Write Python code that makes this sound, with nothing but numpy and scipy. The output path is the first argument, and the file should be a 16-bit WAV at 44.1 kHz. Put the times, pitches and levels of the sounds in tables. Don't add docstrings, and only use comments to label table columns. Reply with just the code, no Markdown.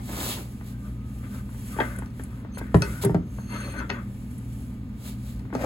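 import sys
import numpy as np
from scipy import signal
from scipy.fft import rfft, irfft, next_fast_len
from scipy.io import wavfile
from scipy.ndimage import uniform_filter1d

SR = 44100
rng = np.random.default_rng(int(sys.argv[2]) if len(sys.argv) > 2 else 0)


def transcribe(u):
    v = np.clip(np.atleast_2d(u).T, -1, 1)
    q = np.round(v * 32767).astype(np.int16)
    wavfile.write(sys.argv[1], SR, q)


N = 249165
TIME = np.arange(N) / SR
SIZE = next_fast_len(N, True)
FREQS = np.maximum(np.arange(SIZE // 2 + 1) * SR / SIZE, 1)


def from_db(db):
    return np.exp(np.asarray(db) * (np.log(10) / 20))


def rms_one(x):
    return x / np.sqrt(np.mean(x ** 2) + 1e-20)


def over_hz(points):
    hz, value = np.transpose(points)
    return np.interp(np.log(FREQS), np.log(hz), value)


def noise(colour):
    return rms_one(irfft(rfft(rng.standard_normal(SIZE)) * from_db(over_hz(colour)))[:N])


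def drift(rate_hz):
    knots = rng.standard_normal(N // 32)
    return 1.2 * np.interp(TIME * min(2 * rate_hz, SR / 33), np.arange(len(knots)), knots)


def friction(colour, grain_db, grain_hz):
    return rms_one(noise(colour) * from_db(grain_db * drift(grain_hz)))


def grit(per_s, size_db, t60):
    jolts = (rng.random(N) < per_s / SR) * rng.exponential(1, N) * from_db(2 * size_db)
    jolt_power = signal.lfilter([1], [1, -from_db(-120 / (t60 * SR))], jolts + 1e-18)
    return rms_one(np.sqrt(1 + jolt_power))


def resonance(hz, width_hz):
    radii = np.exp(-np.pi * width_hz * np.array([1, 6]) / SR)
    angle = 2 * np.pi * hz / SR
    sections = [[1, 0, -1, 1, -2 * r * np.cos(angle), r * r] for r in radii]
    return rms_one(signal.sosfilt(sections, rng.random(N) - .5))


def strokes(events, rise_share, roundness):
    power, t = 1e-14, TIME[::16]
    for peak_s, db, length_s in events:
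        away = np.maximum((peak_s - t) / rise_share, (t - peak_s) / (1 - rise_share)) / length_s
        power = power + from_db(db - 10 * np.minimum(away, 10) ** roundness) ** 2
    return np.interp(TIME, t, np.sqrt(power))


def swell(start_s, length_s, hz=0, wobble=0.0):
    out, t = np.zeros(N), TIME[:int(length_s * SR)]
    at = int(start_s * SR)
    cycles = np.cumsum(hz * (1 + wobble * drift(35)[:len(t)])) / SR
    out[at:at + len(t)] = (np.sin(np.pi * t / length_s) * np.cos(2 * np.pi * cycles))[:N - at]
    return out


def decays(events, t60):
    kicks = np.full(N, 1e-18)
    for start_s, db, *_ in events:
        kicks[int(start_s * SR)] = from_db(2 * db)
    return np.sqrt(signal.lfilter([1], [1, -from_db(-120 / (t60 * SR))], kicks))


def blows(events, modes, trim_db, edge_hz, edge_t60, snap_db, snap_t60, lag_cycles, scatter_db, damping):
    out, t = np.zeros(N + SR), TIME[:SR // 3]
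    hz, mode_db, t60 = np.transpose(modes)[:, :, None]
    age = np.maximum(t - lag_cycles / hz, 0)
    rings = np.sin(2 * np.pi * hz * age) * from_db(-60 * age / t60)
    rings[::2] *= -1
    edge_band = signal.butter(2, [125, edge_hz], "band", fs=SR)
    hardest_db = max(row[1] for row in events)
    for start_s, level_db, edge_db, cutoff_hz in events:
        body = from_db(mode_db[:, 0] + scatter_db * rng.standard_normal(len(hz))) @ rings
        body *= np.exp(-damping * (hardest_db - level_db) * t)
        body /= np.sqrt(uniform_filter1d(body ** 2, size=256).max())
        edge = rms_one(signal.lfilter(*edge_band, rng.standard_normal(len(t))))
        edge *= from_db(-60 * t / edge_t60)
        snap = rng.standard_normal(len(t)) * from_db(snap_db - 60 * t / snap_t60)
        blow = from_db(level_db + trim_db) * (body + from_db(edge_db) * (edge + snap))
        at = int(start_s * SR)
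        out[at:at + len(t)] += signal.lfilter(*signal.butter(2, cutoff_hz, fs=SR), blow + 1e-18)
    return out[:N]


# pitch_hz, level_db
HUM_LINES = [(59.6, -43), (119.9, -40), (199.8, -45.5), (239.7, -52), (1217, -69.5), (1545, -72.5)]
def hum(waver_db=1.63, wander_rad=0.39):
    out = 0
    for hz, db in HUM_LINES:
        amplitude = np.sqrt(2) * from_db(db + waver_db * drift(5.3))
        phase = 2 * np.pi * (hz * TIME + rng.random()) + wander_rad * drift(0.84)
        out = out + amplitude * np.sin(phase)
    return out


# frequency_hz, density_db
AIR_COLOUR = [(22, -20), (36, -10.5), (52, 5.5), (70, 2), (100, 1), (170, -4.5), (205, 1), (255, -0.5),
              (320, -14.5), (700, -28), (2000, -33.5), (3500, -40), (6000, -49.5), (11000, -54),
              (16000, -50)]
def ventilation(level_db=-37.5):
    return from_db(level_db) * noise(AIR_COLOUR)


# peak_s, level_db, length_s
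SLIDES = [(.125, -49, 0.16), (.24, -38, 0.19), (.305, -39, 0.16), (.39, -50.5, 0.13), (.685, -58.5, 0.12),
          (1.35, -58, 0.13), (5.08, -48.5, 0.11), (5.29, -57, 0.2)]
# start_s, level_db, length_s
SLIPS = [(2.574, -42, 0.026), (3.012, -34, 0.028), (3.022, -36, 0.041)]
# frequency_hz, density_db
SLIDE_COLOUR = [(150, -25), (300, 4), (600, 5), (1300, 2), (2000, 0.5), (3000, -0.5), (3900, 3), (5500, -3),
                (7000, 0), (9500, 3), (16000, -3)]
def hand_slides():
    sliding = from_db(7) * strokes(SLIDES, rise_share=0.55, roundness=1.25)
    slipping = sum(from_db(db) * swell(start_s, length_s) for start_s, db, length_s in SLIPS)
    return (sliding + slipping) * friction(SLIDE_COLOUR, grain_db=1.24, grain_hz=210)


# peak_s, level_db, length_s
SCUFFS = [(.095, -38.5, 0.023), (.135, -38, 0.028), (.18, -37, 0.042), (.215, -37, 0.056),
          (.28, -43.5, 0.058), (.385, -40, 0.051)]
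# frequency_hz, density_db
SCUFF_COLOUR = [(120, -25), (300, 5), (600, -5), (1200, -7.5), (2200, -15), (8000, -53)]
def skin_scuffs():
    envelope = from_db(4) * strokes(SCUFFS, rise_share=0.38, roundness=0.89)
    rub = friction(SCUFF_COLOUR, grain_db=0.5, grain_hz=130)
    return envelope * rub * grit(per_s=85, size_db=6, t60=0.017)


# peak_s, level_db, length_s
CATCHES = [(.205, -41, 0.011), (.25, -42, 0.031), (.32, -36.5, 0.078)]
def skin_catches():
    rasp = rms_one(resonance(hz=3120, width_hz=1100) * from_db(3 * drift(200)))
    return strokes(CATCHES, rise_share=0.49, roundness=1.5) * rasp


# peak_s, level_db, length_s
BRUSHES = [(.52, -55, 0.18), (.685, -56.5, 0.12), (.86, -56.5, 0.2), (1.22, -55.5, 0.44),
           (1.36, -53, 0.095), (1.73, -46, 0.49), (2.21, -54, 0.17), (2.35, -59, 0.17), (2.63, -58, 0.11),
           (2.91, -45.5, 0.34), (3.37, -57.5, 0.25), (3.65, -54.5, 0.41), (4.25, -57.5, 0.8),
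           (4.58, -55, 0.32), (5.15, -65.5, 1)]
# frequency_hz, density_db
BRUSH_COLOUR = [(1000, -3.5), (2000, -2.5), (5200, -9.5), (7000, -5), (9800, 0), (13000, -6.5),
                (16000, -10.5)]
def finger_brushes():
    hiss = friction(BRUSH_COLOUR, grain_db=0.95, grain_hz=32)
    return strokes(BRUSHES, rise_share=0.44, roundness=2.07) * hiss


# start_s, level_db, edge_db, cutoff_hz
TAPS = [(.610, -42.5, 1, 3500), (1.491, -42, -3, 2500), (1.545, -41, -6, 1500), (1.764, -31, -18, 2000),
        (1.7865, -22, -7, 2200), (1.802, -14, -2.5, 6000), (1.807, -16, -31, 3530), (1.815, -23, -14, 4000),
        (1.988, -33.5, -15, 3500), (2.021, -31, -8, 2980), (2.195, -33, -4, 3000),
        (2.447, -32.5, -12, 1600), (2.572, -34, 2, 2200), (2.612, -25.5, -16, 1090),
        (3.384, -33, -5.5, 1590), (3.739, -32, 0, 3000), (3.897, -27.5, 5, 3000), (5.408, -46, -5, 1100),
        (5.451, -40.5, -2, 1500), (5.501, -41, -12, 2200), (5.527, -23, -22, 1300),
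        (5.633, -27.5, -18, 1800)]
# pitch_hz, level_db, t60_s
TAP_MODES = [(236.5, -1, 0.097), (268, 3.5, 0.058), (333, 3, 0.069), (450, 0, 0.053), (617, -2.5, 0.057),
             (703, -8.5, 0.081), (879, 2.5, 0.032), (1110, -4, 0.04), (1460, 0, 0.027), (1596, -1.5, 0.03),
             (1767, -6.5, 0.053), (1920, -5, 0.046), (2096, -6, 0.051), (2557, -19, 0.11),
             (3210, -13.5, 0.061)]
def taps():
    return blows(TAPS, TAP_MODES, trim_db=-5, edge_hz=1600, edge_t60=0.056,
                 snap_db=-36, snap_t60=0.012, lag_cycles=0.64, scatter_db=3.5, damping=3.7)


# start_s, level_db, length_s, pitch_hz
WHINES_AND_SQUEAKS = [(0.635, -58, 0.25, 1559), (.81, -55, 0.083, 1200), (0.88, -59, 0.31, 1254),
                      (1.151, -56.5, 0.17, 1210), (1.785, -19, 0.028, 878), (1.85, -45, 0.035, 1650),
                      (2.8, -49, 0.35, 1444), (3.039, -26, 0.055, 390), (3.507, -43, 0.075, 940),
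                      (3.788, -37, 0.077, 1381), (3.924, -40, 0.035, 1476), (5.54, -22.5, 0.047, 249.3)]
def whines_and_squeaks():
    return sum(from_db(db) * swell(start_s, length_s, hz, wobble=0.0085)
               for start_s, db, length_s, hz in WHINES_AND_SQUEAKS)


# peak_s, level_db, length_s
SCRAPES = [(.86, -55, 0.062), (1.245, -51, 0.059), (1.345, -49.5, 0.096), (1.81, -43, 0.26),
           (2.32, -56.5, 0.3), (2.65, -55, 0.27), (2.9, -49.5, 0.34), (3.05, -36, 0.031), (3.55, -41, 0.15),
           (3.66, -44, 0.17), (3.765, -39, 0.043), (3.81, -40, 0.078), (3.935, -42, 0.13)]
# pitch_hz, width_hz, level_db
SHELL_BANDS = [(211, 55, 5), (300, 116, -0.5), (556, 58, -2.5), (982, 80, -5), (1190, 86, -2),
               (1334, 70, -2), (1513, 110, 0), (1750, 240, -2.5), (2040, 92, -5), (2220, 79, -12),
               (2610, 88, -13), (3380, 270, -15)]
def scrapes(shift_db=3.5, shift_hz=14):
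    shell = rms_one(sum(from_db(db + shift_db * drift(shift_hz)) * resonance(hz, width_hz)
                        for hz, width_hz, db in SHELL_BANDS))
    pushed = from_db(4.5) * strokes(SCRAPES, rise_share=0.33, roundness=1.63)
    skidding = from_db(-19.5) * decays(TAPS + CLICKS, t60=0.33)
    return np.hypot(pushed, skidding) * shell * grit(per_s=110, size_db=1.5, t60=0.014)


# start_s, level_db
TICKS = [(1.962, -41), (1.987, -33.5), (2.058, -50), (2.237, -36.5), (2.581, -36), (2.752, -37),
         (2.768, -38), (3.049, -23), (4.381, -41), (5.394, -55)]
# frequency_hz, density_db
TICK_COLOUR = [(600, 3), (2000, 7), (5000, -19), (9500, 24), (16000, -26)]
def plastic_ticks():
    return decays(TICKS, t60=0.038) * noise(TICK_COLOUR)


# start_s, level_db, edge_db, cutoff_hz
CLICKS = [(2.059, -43, -5, 8000), (2.103, -47, -9, 8000), (2.304, -45, -5, 3000), (2.584, -27, -17, 2000),
          (2.8204, -14, -1, 14000), (2.825, -27.5, -19, 5000), (3.791, -40, -8, 4000),
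          (3.8, -25.5, -2, 2600), (3.894, -29, -4, 4460), (3.901, -17, 8, 3250), (3.908, -26.5, -15, 2980),
          (3.944, -34, -15, 2200), (5.394, -42, -6, 5000), (5.5505, -31.5, 1, 9000)]
# pitch_hz, level_db, t60_s
CLICK_MODES = [(409.5, -1, 0.13), (530, -0.5, 0.065), (900, -4, 0.09), (1258, 0, 0.12), (1343, -10, 0.14),
               (1486, 0, 0.071), (1820, -3, 0.035), (2054, 2, 0.05), (2570, 0, 0.083), (2657, -4.5, 0.046),
               (3220, -11, 0.04), (4245, 5.5, 0.016), (4380, -8.5, 0.12), (5010, 4.5, 0.015),
               (5520, 2.5, 0.03), (6340, 0.5, 0.054), (8620, 5, 0.03), (11200, 0, 0.025)]
def rim_clicks():
    return blows(CLICKS, CLICK_MODES, trim_db=-8.5, edge_hz=5100, edge_t60=0.018,
                 snap_db=-18, snap_t60=0.0072, lag_cycles=1.96, scatter_db=2.5, damping=0.3)


# peak_s, level_db, length_s
SQUEALS = [(2.56, -59, 0.033), (3.44, -70, 0.16), (3.55, -52.5, 0.1), (3.63, -51, 0.1), (3.71, -55, 0.085),
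           (3.79, -54.5, 0.04), (3.94, -71, 0.062)]
# pitch_hz, width_hz, level_db, growth_db_per_db, glide_share
RIM_NOTES = [(2640, 98, 1, 1.2, 0.5), (4303, 51, 4, 1, 0.95), (6405, 70, -1, 0.34, 0.69),
             (8640, 74, 5, 0.8, 0.58), (11250, 60, -4, 0.5, .3), (14280, 81, -5, 1.2, .3)]
# time_s, pitch_ratio
RIM_GLIDE = [(2.55, 0.99), (3.3, 1.015), (3.52, 1.01), (3.57, 1), (3.63, 1), (3.72, .99), (3.8, 0.99),
             (3.9, 1.05)]
def rim_squeals(reference_db=-53, wobble=0.0022, flutter_db=1.5, flutter_hz=45):
    pitch_offset = np.interp(TIME, *np.transpose(RIM_GLIDE)) - 1 + wobble * drift(25)
    ahead_s = np.cumsum(pitch_offset) / SR
    effort = strokes(SQUEALS, rise_share=0.59, roundness=1.96) / from_db(reference_db)
    rasp = grit(per_s=170, size_db=2, t60=0.0069) * resonance(hz=2520, width_hz=900)
    out = from_db(reference_db + 1) * effort * rasp
    for hz, width_hz, db, growth, glide_share in RIM_NOTES:
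        note = np.interp(TIME + glide_share * ahead_s, TIME, resonance(hz, width_hz))
        out += from_db(reference_db + db + flutter_db * drift(flutter_hz)) * effort ** growth * note
    return out


# start_s, level_db, edge_db, cutoff_hz
KNOCKS = [(2.7438, -3.5, -0.5, 8000), (3.037, -17, 0, 3000), (3.047, -13.5, -24, 3000),
          (3.062, -17.5, -24, 2000), (3.094, -14.5, -10, 3000), (3.145, -11.5, -2.5, 9100),
          (5.551, -26.5, 9.5, 9000)]
# pitch_hz, level_db, t60_s
KNOCK_MODES = [(119.6, 7.5, 0.23), (140.7, -0.5, 0.056), (172, 4, 0.23), (301, -1, 0.16),
               (385.3, -3.5, 0.12), (434, -2, 0.053), (520, -8, 0.055), (605, -10, 0.11), (773, -12, 0.076),
               (917, -13, 0.097), (1160, -20.5, 0.13), (1340, -22.5, 0.42), (1810, -18, 0.12),
               (2000, -21, 0.1), (2680, -23, 0.035)]
def knocks():
    return blows(KNOCKS, KNOCK_MODES, trim_db=-6.5, edge_hz=790, edge_t60=0.047,
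                 snap_db=-20.5, snap_t60=0.027, lag_cycles=0.9, scatter_db=2.5, damping=0.29)


def bending_waves(trim_db=-7, start_hz=1000, end_hz=135, fall_s=0.00306, peak_s=0.0053):
    out, t = np.zeros(N + SR), TIME[:SR // 10]
    hz = end_hz + (start_hz - end_hz) * np.exp(-t / fall_s)
    envelope = t / peak_s * np.exp(1 - t / peak_s)
    chirp = envelope * np.sin(2 * np.pi * np.cumsum(hz) / SR)
    for start_s, level_db, *_ in KNOCKS:
        at = int(start_s * SR)
        out[at:at + len(t)] -= from_db(level_db + trim_db) * chirp
    return out[:N]


# frequency_hz, density_db
BENCH_COLOUR = [(30, -37), (55, 5), (95, 3.5), (170, 3), (260, -5.5), (420, -12), (800, -36), (3000, -64)]
def bench_shudder():
    return from_db(-16.5) * decays(KNOCKS, t60=0.64) * noise(BENCH_COLOUR)


# time_s, level_db
DRAG_LEVEL = [(5.52, -68), (5.535, -37.5), (5.58, -39.5), (5.61, -30.5), (5.65, -26.5)]
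# frequency_hz, density_db
DRAG_COLOUR = [(150, -28), (250, 4), (400, -9), (500, 6), (700, 2.5), (900, -6.5), (2000, -10), (3200, -25),
               (9000, -25), (16000, -33)]
def housing_drag():
    level_db = np.interp(TIME, *np.transpose(DRAG_LEVEL), left=-120, right=-120)
    return from_db(level_db) * friction(DRAG_COLOUR, grain_db=1.5, grain_hz=130)


# frequency_hz, coherence (capped at 1)
PORT_COHERENCE = [(60, 0.96), (300, 0.96), (700, 0.7), (1400, 0.55), (3000, 0.25), (5000, 0.5), (7000, 0.8),
                  (16000, 1.65)]
# frequency_hz, lead_rad
PORT_LEAD = [(100, -.1), (400, .3), (1000, .8), (2000, 2.2), (3200, 1.2), (4400, -.2), (5400, -3.3),
             (6600, -6.2), (7500, -6.4), (8800, -9.3), (9500, -9.5), (10900, -12.5), (12000, -12.7),
             (13200, -15.6), (14200, -15.8), (15200, -18.8)]
# frequency_hz, left_minus_right_db
LEFT_TILT = [(300, 0.5), (640, 2.5), (1410, 6.5), (4400, 5), (7000, 0)]
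def ports(direct, spread, tilt_db=0, scatter_t60=0.13):
    t = TIME[:SR // 8]
    paths = rng.standard_normal(len(t)) * from_db(-60 * t / scatter_t60)
    scatter = np.exp(1j * np.angle(rfft(paths, SIZE)))
    coherence = np.clip(over_hz(PORT_COHERENCE), 0, 1)
    common = np.sqrt((1 + coherence) / 2) * rfft(direct + spread, SIZE)
    opposed = np.sqrt((1 - coherence) / 2) * scatter * rfft(spread, SIZE)
    sides = np.array([[1], [-1]])
    response = from_db(sides * tilt_db / 2) * np.exp(.5j * sides * over_hz(PORT_LEAD))
    return irfft((common + sides * opposed) * response)[:, :N]


def room(x, t60=0.16, gain_db=-7):
    t = TIME[:SR // 2]
    tails = rng.standard_normal((2, len(t))) * from_db(-60 * t / t60) * (t > .006)
    tails /= np.sqrt((tails ** 2).sum(1, keepdims=True))
    tails = signal.sosfilt(signal.butter(1, [250, 4500], "band", fs=SR, output="sos"), tails)
    return from_db(gain_db) * signal.fftconvolve(x[None], tails)[:, :N]


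def scene():
    low_cut = signal.butter(2, 75, "high", fs=SR, output="sos")
    impacts = knocks() + bending_waves() + taps() + rim_clicks()
    direct = signal.sosfilt(low_cut, impacts + whines_and_squeaks())
    rubbing = scrapes() + housing_drag() + rim_squeals()
    from_left = ports(direct, rubbing, over_hz(LEFT_TILT))
    reflections = room(direct)
    hum_and_bench = hum() + bench_shudder()
    air = ventilation()
    hand = hand_slides() + skin_scuffs() + skin_catches() + finger_brushes() + plastic_ticks()
    return from_left + reflections + ports(hum_and_bench, air + hand)


def record(dry, cutoff_hz=15900):
    return signal.sosfilt(signal.ellip(10, .1, 90, cutoff_hz, fs=SR, output="sos"), dry)


dry = scene()
out = record(dry)
transcribe(out)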